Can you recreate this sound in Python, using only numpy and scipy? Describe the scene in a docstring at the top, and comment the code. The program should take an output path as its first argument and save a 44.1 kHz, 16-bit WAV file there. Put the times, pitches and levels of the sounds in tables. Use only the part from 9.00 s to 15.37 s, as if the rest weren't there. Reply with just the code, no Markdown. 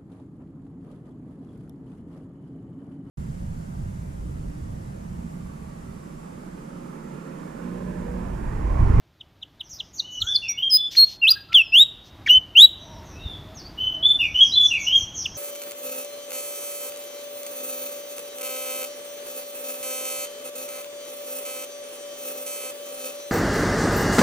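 """Caged magpie-robin

Close to the microphone it ticks, then sings loud slurred whistles, near-pure gliding tones.
Further off a second bird whistles a slow phrase twice, a third buzzes high falling chirps,
and a faint one pipes low. Hard walls ring after them, over a low hum of distant traffic."""
import sys
import numpy as np
from scipy import signal
from scipy.fft import rfft, irfft
from scipy.io import wavfile
from scipy.ndimage import uniform_filter1d

SR = 44100
rng = np.random.default_rng(int(sys.argv[2]) if len(sys.argv) > 2 else 0)


def write(x):
    x = np.atleast_2d(x).T
    wavfile.write(sys.argv[1], SR, np.round(np.clip(x, -1, 1) * 32767).astype(np.int16))


N = 280917
TIME_S = np.arange(N) / SR

# robin's notes, plus one faint high falling after-tone:
# start_s, length_s, start_hz, end_hz, glide_s, bend, attack_s, level_db, swell_db
SONG = [(1.481, 0.047, 5470, 5750, 0.021, 0.96, 0.017, -22.5, -3),
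        (1.696, 0.081, 5500, 5029, 0.026, 0.67, 0.059, -12.5, -2),
        (1.965, 0.086, 4094, 4277, 0.014, 0.8, 0.027, -8.5, -2.5),
        (2.214, 0.052, 2792, 2466, 0.057, 1.35, 0.042, -12, -3.5),
        (2.258, 0.044, 2445, 4550, 0.055, 0.88, .012, -12.5, 7.5),
        (2.301, 0.025, 4880, 4800, .022, 1.5, .007, -11, 7),
        (2.54, 0.086, 3556, 2590, .093, .62, .014, -10.5, -10.5),
        (2.604, 0.15, 5630, 5130, .1, 0.75, .012, -50, -4),
        (2.719, 0.12, 2590, 3840, .116, 0.93, .04, -9, 4),
        (3.289, .098, 2807, 3032, .062, 0.6, 0.016, -10, -5.5),
        (3.551, 0.11, 2646, 3923, 0.1, 0.76, 0.033, -5.5, 2.5)]
# robin's ticks: start_s, length_s, top_hz, end_hz, level_db
TICKS = [(0.198, 0.02, 3800, 2770, -36), (0.413, 0.025, 3930, 2780, -31.5),
         (0.593, 0.025, 3970, 2750, -28.5), (0.782, 0.032, 4160, 2705, -26.5),
         (0.977, 0.032, 4800, 3510, -19.5), (1.199, .031, 4384, 3040, -18), (1.339, 0.032, 5040, 4090, -14),
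         (6.241, 0.027, 3600, 2520, -21)]
# harsh voice catches before a note: start_s, length_s, start_hz, end_hz, level_db, roughness
CATCHES = [(1.948, 0.01, 3570, 1250, -34.5, 0.16), (2.518, 0.017, 3490, 1360, -34.5, 0.1),
           (2.527, 0.0081, 2990, 3120, -25, 0.49), (3.26, 0.013, 2142, 2490, -22, 0.1),
           (3.268, 0.015, 2557, 1375, -21, 0.04), (3.273, 0.035, 3274, 2944, -22, 0.09)]
# hiss that follows the song's loudness, thin fixed ring near 14.7 kHz: freq_hz, gain_db
SONG_HISS_SPECTRUM = [(1000, -8.5), (3000, 6), (5000, 3.5), (7500, -11.5), (9000, -18.5), (11000, -11),
                      (12500, -16), (14400, -3), (14660, 17.5), (14900, -8.5), (16000, -15.5)]
# feather rustles as the robin shifts: start_s, length_s, level_db
RUSTLES = [(1.905, 0.047, -37), (1.945, 0.056, -32.5), (2.03, 0.15, -44.5), (2.268, 0.085, -40),
           (3.03, 0.078, -54.5), (3.262, 0.016, -44.5)]
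# feather noise: freq_hz, gain_db
FEATHER_SPECTRUM = [(1500, -24), (3500, -0.5), (5000, -0.5), (6100, -2.5), (7500, -18), (9500, -28),
                    (12000, -19.5), (14500, -16), (15700, -33)]
# faint upper harmonics of the whistles, stronger on loud notes: harmonic, level_db
HARMONICS = [(2, -32), (3, -32), (4, -41), (5, -37.5)]
# colour of those harmonics: freq_hz, gain_db
HARMONIC_EQ = [(5000, 7), (7500, -3), (8300, -7), (8750, -14.5), (9300, -14), (9900, -2), (10700, 1.5),
               (11400, -3), (12300, -5.5), (13300, -2), (14000, -0.5), (14450, 6.5), (14660, 17.5),
               (14880, -3), (15600, -1), (16200, -11.5)]

# second bird's phrase, twice: start_s, length_s, end_hz, level_db, swell_db, slur_kind
WHISTLES = [(1.008, .2, 2975, -35, 15, "scoop"), (1.265, .11, 3500, -21.5, 4, "scoop"),
            (1.418, 0.13, 2196, -30, -16, "fall"), (1.568, .066, 3030, -24, -6, "scoop"),
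            (1.621, .07, 3195, -19.5, 1.5, "level"), (1.733, 0.043, 4135, -28.5, 5.5, "scoop"),
            (1.765, 0.12, 3464, -25.5, -3.5, "level"), (4.77, 0.19, 3036, -21, 2.5, "scoop"),
            (5.024, 0.15, 3503, -14, -8.5, "scoop"), (5.187, 0.11, 2230, -19, -17, "fall"),
            (5.341, .072, 3046, -15.5, -2, "scoop"), (5.403, 0.061, 3230, -10, -2, "level"),
            (5.518, 0.04, 4126, -13, 5, "scoop"), (5.548, 0.131, 3455, -15.5, -2, "level"),
            (5.7, 0.12, 2235, -19.5, -16, "fall"), (5.861, .072, 3014, -16, -1, "scoop"),
            (5.922, .072, 3222, -11, -1.5, "level")]
# its ways into a note, by slur_kind: start_pitch_ratio, glide_s, bend
SLURS = {"scoop": (.92, .042, 0.61), "fall": (1.3, .12, .72), "level": (1.005, 0.029, 1)}
# its direct path: freq_hz, gain_db
WHISTLE_DIRECT_EQ = [(2300, -11), (2850, -9.5), (3200, -2), (3500, -0.5), (4100, -7.5), (7000, -14.5)]
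# its spill to the walls, low notes spreading wide: freq_hz, gain_db
WHISTLE_SPILL_EQ = [(2300, -5), (2900, -5.5), (3250, -5), (3500, -6), (4100, -11.5), (7000, -10.5)]
# high buzzy chirps, plus one long faint hiss near 5.8 kHz: start_s, length_s, start_hz, end_hz, level_db
BUZZES = [(0.631, 0.048, 6390, 5200, -60), (0.691, 0.056, 6780, 4900, -46), (0.93, 0.069, 6820, 5790, -47),
          (1.102, 0.094, 6650, 5680, -49.5), (1.202, 0.11, 7140, 5435, -47), (3.779, 0.22, 6220, 5365, -63),
          (4.036, 0.13, 6510, 5400, -59.5), (5.178, 0.37, 5840, 5700, -59), (5.415, 0.086, 6700, 5080, -41),
          (5.629, 0.069, 6520, 5675, -40), (5.792, 0.081, 6730, 5645, -39.5),
          (5.952, 0.08, 6630, 5790, -40), (6.143, 0.083, 6666, 5364, -35.5),
          (6.344, 0.065, 6310, 5850, -40)]
# third bird's resonances: freq_hz, gain_db
BUZZ_EQ = [(4300, 1), (5300, -2.5), (5800, 2.5), (6800, -3), (7600, -2), (11000, -9), (12600, -5),
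           (13500, 10), (15000, -15.5)]
# faint far slides: start_s, length_s, start_hz, end_hz, level_db
FAR_CALLS = [(1.196, 0.13, 1290, 1665, -46), (2.3, .045, 1387, 1300, -47.5),
             (2.352, 0.034, 1620, 1628, -38.5), (2.483, 0.077, 1300, 1402, -43.5),
             (4.112, 0.18, 2525, 2804, -50.5), (4.178, .23, 3750, 3410, -40),
             (4.542, 0.088, 6710, 4240, -43), (4.636, 0.054, 4310, 4820, -46)]

# cage and wall echoes: delay_s, gain
NEAR_ECHOES = [(.0021, .047), (.0062, .24), (.0105, .08), (.0237, .05)]
# reverb tail decay: freq_hz, t60_s
ROOM_DECAY = [(1000, 0.54), (3500, 1), (6000, 0.82), (10000, 0.1), (15000, 0.12)]

# traffic hum: freq_hz, gain_db
TRAFFIC_SPECTRUM = [(15, -34.5), (25, 10.5), (43, -4.5), (96, 1.5), (179, -6), (255, -9), (296, -6.5),
                    (482, -16.5), (627, -13.5), (815, -16), (947, -17.5), (1060, -18), (2200, -28.5),
                    (2860, -58), (4840, -120)]
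# traffic swell: time_s, level_db
TRAFFIC_ENVELOPE = [(0.0, -64.5), (0.83, -57), (1.42, -55.5), (2.25, -57), (2.4, -55.5), (3.07, -53),
                    (3.21, -49), (3.69, -52), (4.03, -46), (4.7, -45.5), (5.69, -49), (6.37, -47)]
# traffic hiss: freq_hz, gain_db
TRAFFIC_HISS_SPECTRUM = [(900, -4), (2000, -2), (3500, -0.5), (6000, -9.5), (8500, -19.5), (12000, -17.5),
                         (14000, -12.5), (16000, -32.5)]
# distant engines: start_s, length_s, pitch_hz, level_db
DRONES = [(3.753, 0.36, 631, -53), (3.827, 0.27, 943, -50.5), (4.449, 0.13, 639, -50),
          (4.897, 0.17, 648, -50)]
# soft low bumps: start_s, length_s, level_db
BUMPS = [(1.2, 0.057, -38), (3.36, 0.052, -39), (4.25, 0.024, -28.5), (5.32, 0.056, -40.5),
         (5.98, .07, -37)]
# bump noise: freq_hz, gain_db
BUMP_SPECTRUM = [(20, -10.5), (55, 6.5), (100, -0.5), (200, -17.5), (500, -39), (2000, -68.5)]
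# microphone's loss of deep bass: freq_hz, gain_db
MIC_LOW_CUT_EQ = [(10, -45.5), (25, -21.5), (42, 1.5), (100, -0.5)]


def robin(hiss_db=-40, release_s=0.011):
    """Near bird, mostly direct. Hiss follows the song's loudness; single echoes ripple each glide."""
    notes = [slur(*row, release_s) for row in SONG]
    notes = unsteady(notes, pitch_depth=0.0057, depth_db=-0.26, rate_hz=110)
    song = sing(notes, jitter=0.0015, slide_jitter=0.0004, shimmer=0.02,
                bright_db=3, growth=0.67, rasp=0.45, bright_db_per_octave=18)
    song_rms = np.sqrt(abs(uniform_filter1d(song ** 2, size=200)))
    hiss = gain_of(hiss_db) * song_rms * noise(SONG_HISS_SPECTRUM)
    direct = song + hiss + ticks() + catches() + puffs(RUSTLES, FEATHER_SPECTRUM)
    out = direct + room(direct, early_db=-21, late_db=-36, early_t60_s=0.34)
    for delay_s, gain in NEAR_ECHOES:
        add(out, delay_s, gain * direct)
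    return out


def slur(start_s, length_s, start_hz, end_hz, glide_s, bend, attack_s, level_db, swell_db, release_s):
    """One note as (samples, hz, level). Pitch eases toward end_hz; bend > 1 glides late."""
    at, progress = span(start_s, length_s)
    t = progress * length_s
    glide = np.sin(np.pi / 2 * np.minimum(t / glide_s, 1) ** bend) ** 2
    hz = start_hz + (end_hz - start_hz) * glide
    gate = np.minimum(t / attack_s, 1) * np.minimum((length_s - t) / release_s, 1)
    level = gain_of(level_db + swell_db * (progress - 0.5)) * np.sin(np.pi / 2 * gate) ** 1.19
    return at, hz, level


def unsteady(notes, pitch_depth, depth_db, rate_hz):
    """Pitch and level drift within each note."""
    drift, push = wander(rate_hz), np.tanh(wander(rate_hz))
    return [(at, hz * (1 + pitch_depth * drift[at]), level * gain_of(depth_db * push[at]))
            for at, hz, level in notes]


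def sing(notes, jitter, slide_jitter, shimmer, bright_db, growth, rasp, bright_db_per_octave=0):
    """Sounds the notes: more tremble in slides, more rasp at high pitch."""
    out, tremble, flutter = np.zeros(N), wander(240), wander(290)
    for at, hz, level in notes:
        octaves_per_s = abs(np.gradient(np.log2(hz))) * SR
        pitch_ratio = hz / 3500
        tremble_depth = jitter + slide_jitter * np.minimum(octaves_per_s, 20)
        hz = hz * (1 + tremble_depth * tremble[at])
        level = level * (1 + shimmer * flutter[at]).clip(0)
        harmonics_db = bright_db + bright_db_per_octave * np.log2(pitch_ratio)
        out[at] += tone(hz, level, harmonics_db, growth, rasp * pitch_ratio)
    return out


def tone(hz, level, bright_db, growth=0, rasp_rad=0.3, uneven_db=5.5):
    """Sine plus faint harmonics, each swelling and rasping alone; growth > 0 brightens loud notes."""
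    phase = 2 * np.pi * np.cumsum(hz) / SR
    t = TIME_S[:len(hz)]
    harmonics = 0
    for harmonic, level_db in HARMONICS:
        swell, blur = (np.interp(t * rate_hz, np.arange(800), rng.standard_normal(800))
                       for rate_hz in (45, 1300))
        gain = gain_of(level_db + value_at(HARMONIC_EQ, harmonic * hz) + uneven_db * swell)
        in_band = harmonic * hz < SR * 0.45
        harmonics += gain * in_band * np.sin(harmonic * phase + rasp_rad * blur)
    brightness = gain_of(bright_db) * (2 * level) ** growth
    return np.sqrt(2) * level * (np.sin(phase) + brightness * harmonics)


def ticks(crest_share=0.39, peak_share=0.75):
    """Pitch arches early, then dives; level peaks in the dive."""
    out = np.zeros(N)
    for start_s, length_s, top_hz, end_hz, level_db in TICKS:
        at, progress = span(start_s, length_s)
        arch = np.cos(np.pi / 2 * (progress - crest_share) / (1 - crest_share)) ** 2
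        hz = end_hz + (top_hz - end_hz) * arch
        swell = np.exp(-((progress - peak_share) / 0.17) ** 2) + 0.13 * np.sin(np.pi * progress)
        level = gain_of(level_db) * swell * signal.windows.tukey(len(at), 0.3)
        out[at] += tone(hz, level, bright_db=-5, rasp_rad=0.8)
    return out


def catches(scatter=0.68):
    """The voice catches: very short glides with shaky pitch."""
    out, shake = np.zeros(N), wander(870)
    for start_s, length_s, start_hz, end_hz, level_db, roughness in CATCHES:
        at, progress = span(start_s, length_s)
        hz = start_hz * (end_hz / start_hz) ** progress * np.exp(scatter * roughness * shake[at])
        level = gain_of(level_db) * np.sin(np.pi * progress) ** 2
        out[at] += tone(hz, level, bright_db=4)
    return out


def whistler(attack_share=0.21, release_s=0.019):
    """Second bird. Strong wall reflections beat against its slides."""
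    notes = []
    for start_s, length_s, end_hz, level_db, swell_db, slur_kind in WHISTLES:
        start_ratio, glide_s, bend = SLURS[slur_kind]
        notes.append(slur(start_s, length_s, start_ratio * end_hz, end_hz, glide_s, bend,
                          attack_share * length_s, level_db, swell_db, release_s))
    notes = unsteady(notes, pitch_depth=0.005, depth_db=4, rate_hz=41.6)
    voice = sing(notes, jitter=0.003, slide_jitter=0.0035, shimmer=0.09,
                 bright_db=2, growth=0.055, rasp=0.85)
    direct = coloured(voice, WHISTLE_DIRECT_EQ)
    spill = coloured(voice, WHISTLE_SPILL_EQ)
    return direct + room(spill, early_db=-3, late_db=-22, early_t60_s=0.25)


def far_birds():
    """Buzzes and faint calls, heard largely via the walls."""
    calls, buzz = far_calls(), buzzes()
    direct = calls + gain_of(1) * buzz
    spill = gain_of(-9) * calls + buzz
    return direct + room(spill, early_db=4, late_db=-6, early_t60_s=0.24)


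def buzzes(trill_hz=260, trill_depth=0.045, jitter=0.02):
    """High chirps and one long faint hiss: falling tones shaken by a fast pitch trill."""
    out, shake = np.zeros(N), wander(500)
    for start_s, length_s, start_hz, end_hz, level_db in BUZZES:
        at, progress = span(start_s, length_s)
        trill = trill_depth * np.sin(2 * np.pi * trill_hz * TIME_S[at]) + jitter * shake[at]
        hz = start_hz * (end_hz / start_hz) ** progress * (1 + trill)
        level = gain_of(level_db) * np.interp(progress, [0, 0.2, 0.7, 1], [0.23, 1, 0.93, 0.85])
        out[at] += tone(hz, level, bright_db=11)
    return coloured(out, BUZZ_EQ)


def far_calls():
    """Faint piping: one soft-edged, wavering slide per call."""
    notes = [slur(start_s, length_s, start_hz, end_hz, glide_s=length_s, bend=0.99,
                  attack_s=0.53 * length_s, level_db=level_db, swell_db=0, release_s=0.4 * length_s)
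             for start_s, length_s, start_hz, end_hz, level_db in FAR_CALLS]
    return sing(notes, jitter=0.016, slide_jitter=0.002, shimmer=0.15, bright_db=-1, growth=0, rasp=0.89)


def room(x, early_db, late_db, early_t60_s, taps_per_s=3000, predelay_s=0.005):
    """Scattered reflections: quick burst from close walls, long faint tail."""
    taps = rng.standard_normal((2, SR)) * (rng.random((2, SR)) < taps_per_s / SR)
    taps *= TIME_S[:SR] > predelay_s
    early = taps[0] * gain_of(-60 * TIME_S[:SR] / early_t60_s)
    hz, t, bands = signal.stft(taps[1], SR, nperseg=256)
    decay = gain_of(-60 * t / value_at(ROOM_DECAY, hz)[:, None])
    late = signal.istft(bands * decay, SR, nperseg=256)[1][:SR]
    response = gain_of(early_db) * early / np.linalg.norm(early)
    response += gain_of(late_db) * late / np.linalg.norm(late)
    return signal.fftconvolve(x, response)[:N]


def traffic(hum_db=4.5, hiss_db=-10, hiss_follow=0.76):
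    """Slowly swelling hum, hiss that follows it, low bumps and engine drones."""
    swell_db = np.interp(TIME_S, *np.transpose(TRAFFIC_ENVELOPE))
    peak_db = swell_db.max()
    hum = gain_of(swell_db + hum_db + 0.54 * wander(7.2)) * noise(TRAFFIC_SPECTRUM)
    hiss = gain_of(peak_db + hiss_follow * (swell_db - peak_db) + hiss_db) * noise(TRAFFIC_HISS_SPECTRUM)
    bumps = puffs(BUMPS, BUMP_SPECTRUM)
    return coloured(hum + bumps, MIC_LOW_CUT_EQ) + hiss + drones()


def drones(waver=0.028):
    """Distant engines: blurred tones that swell and fade."""
    out, drift = np.zeros(N), wander(40)
    for start_s, length_s, pitch_hz, level_db in DRONES:
        at, progress = span(start_s, length_s)
        phase = 2 * np.pi * np.cumsum(pitch_hz * (1 + waver * drift[at])) / SR
        out[at] += np.sqrt(2) * gain_of(level_db) * np.sin(np.pi * progress) * np.sin(phase)
    return out


def puffs(events, spectrum):
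    """Short swells of coloured noise."""
    level = np.zeros(N)
    for start_s, length_s, level_db in events:
        at, progress = span(start_s, length_s)
        level[at] += gain_of(level_db) * np.sin(np.pi * progress)
    return level * noise(spectrum)


def noise(spectrum):
    """Steady coloured noise, rms 1."""
    gain = gain_of(value_at(spectrum, np.fft.rfftfreq(N, 1 / SR)))
    return unit_rms(irfft(rfft(rng.standard_normal(N)) * gain, N))


def wander(rate_hz):
    """Smooth random drift, rms 1, rolled off above rate_hz."""
    gain = np.exp(-(np.fft.rfftfreq(N, 1 / SR) / rate_hz) ** 2)
    return unit_rms(irfft(rfft(rng.standard_normal(N)) * gain, N))


def coloured(x, eq):
    """Zero-phase filter from a dB curve."""
    gain = gain_of(value_at(eq, np.fft.rfftfreq(2 * N, 1 / SR)))
    return irfft(rfft(x, 2 * N) * gain)[:N]


def value_at(curve, hz):
    """Interpolates on a log-frequency axis."""
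    freq_hz, value = np.transpose(curve)
    return np.interp(np.log(hz + 1), np.log(freq_hz + 1), value)


def span(start_s, length_s):
    """An event's sample indices and 0-1 progress."""
    at = np.arange(max(round(start_s * SR), 0), min(round((start_s + length_s) * SR), N))
    return at, np.clip((at / SR - start_s) / length_s, 0, 1)


def add(mix, start_s, sound):
    """Mixes in place at start_s."""
    part = mix[max(round(start_s * SR), 0):][:len(sound)]
    part += sound[:len(part)]


def gain_of(db):
    """dB to amplitude."""
    return 10 ** (np.asarray(db) / 20)


def unit_rms(x):
    """Scales to rms 1."""
    return x / np.sqrt(np.mean(x ** 2) + 1e-20)


def scene():
    """One microphone, same in both channels."""
    return np.tile(robin() + whistler() + far_birds() + traffic(), (2, 1))


def record(dry, cutoff_hz=15900):
    """Clip at full scale, then low-pass."""
    lowpass = signal.firwin(511, cutoff_hz, window=("kaiser", 9), fs=SR)
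    return signal.oaconvolve(np.clip(dry, -1, 1), lowpass[None], "same", axes=1)


dry = scene()
out = record(dry)
write(out)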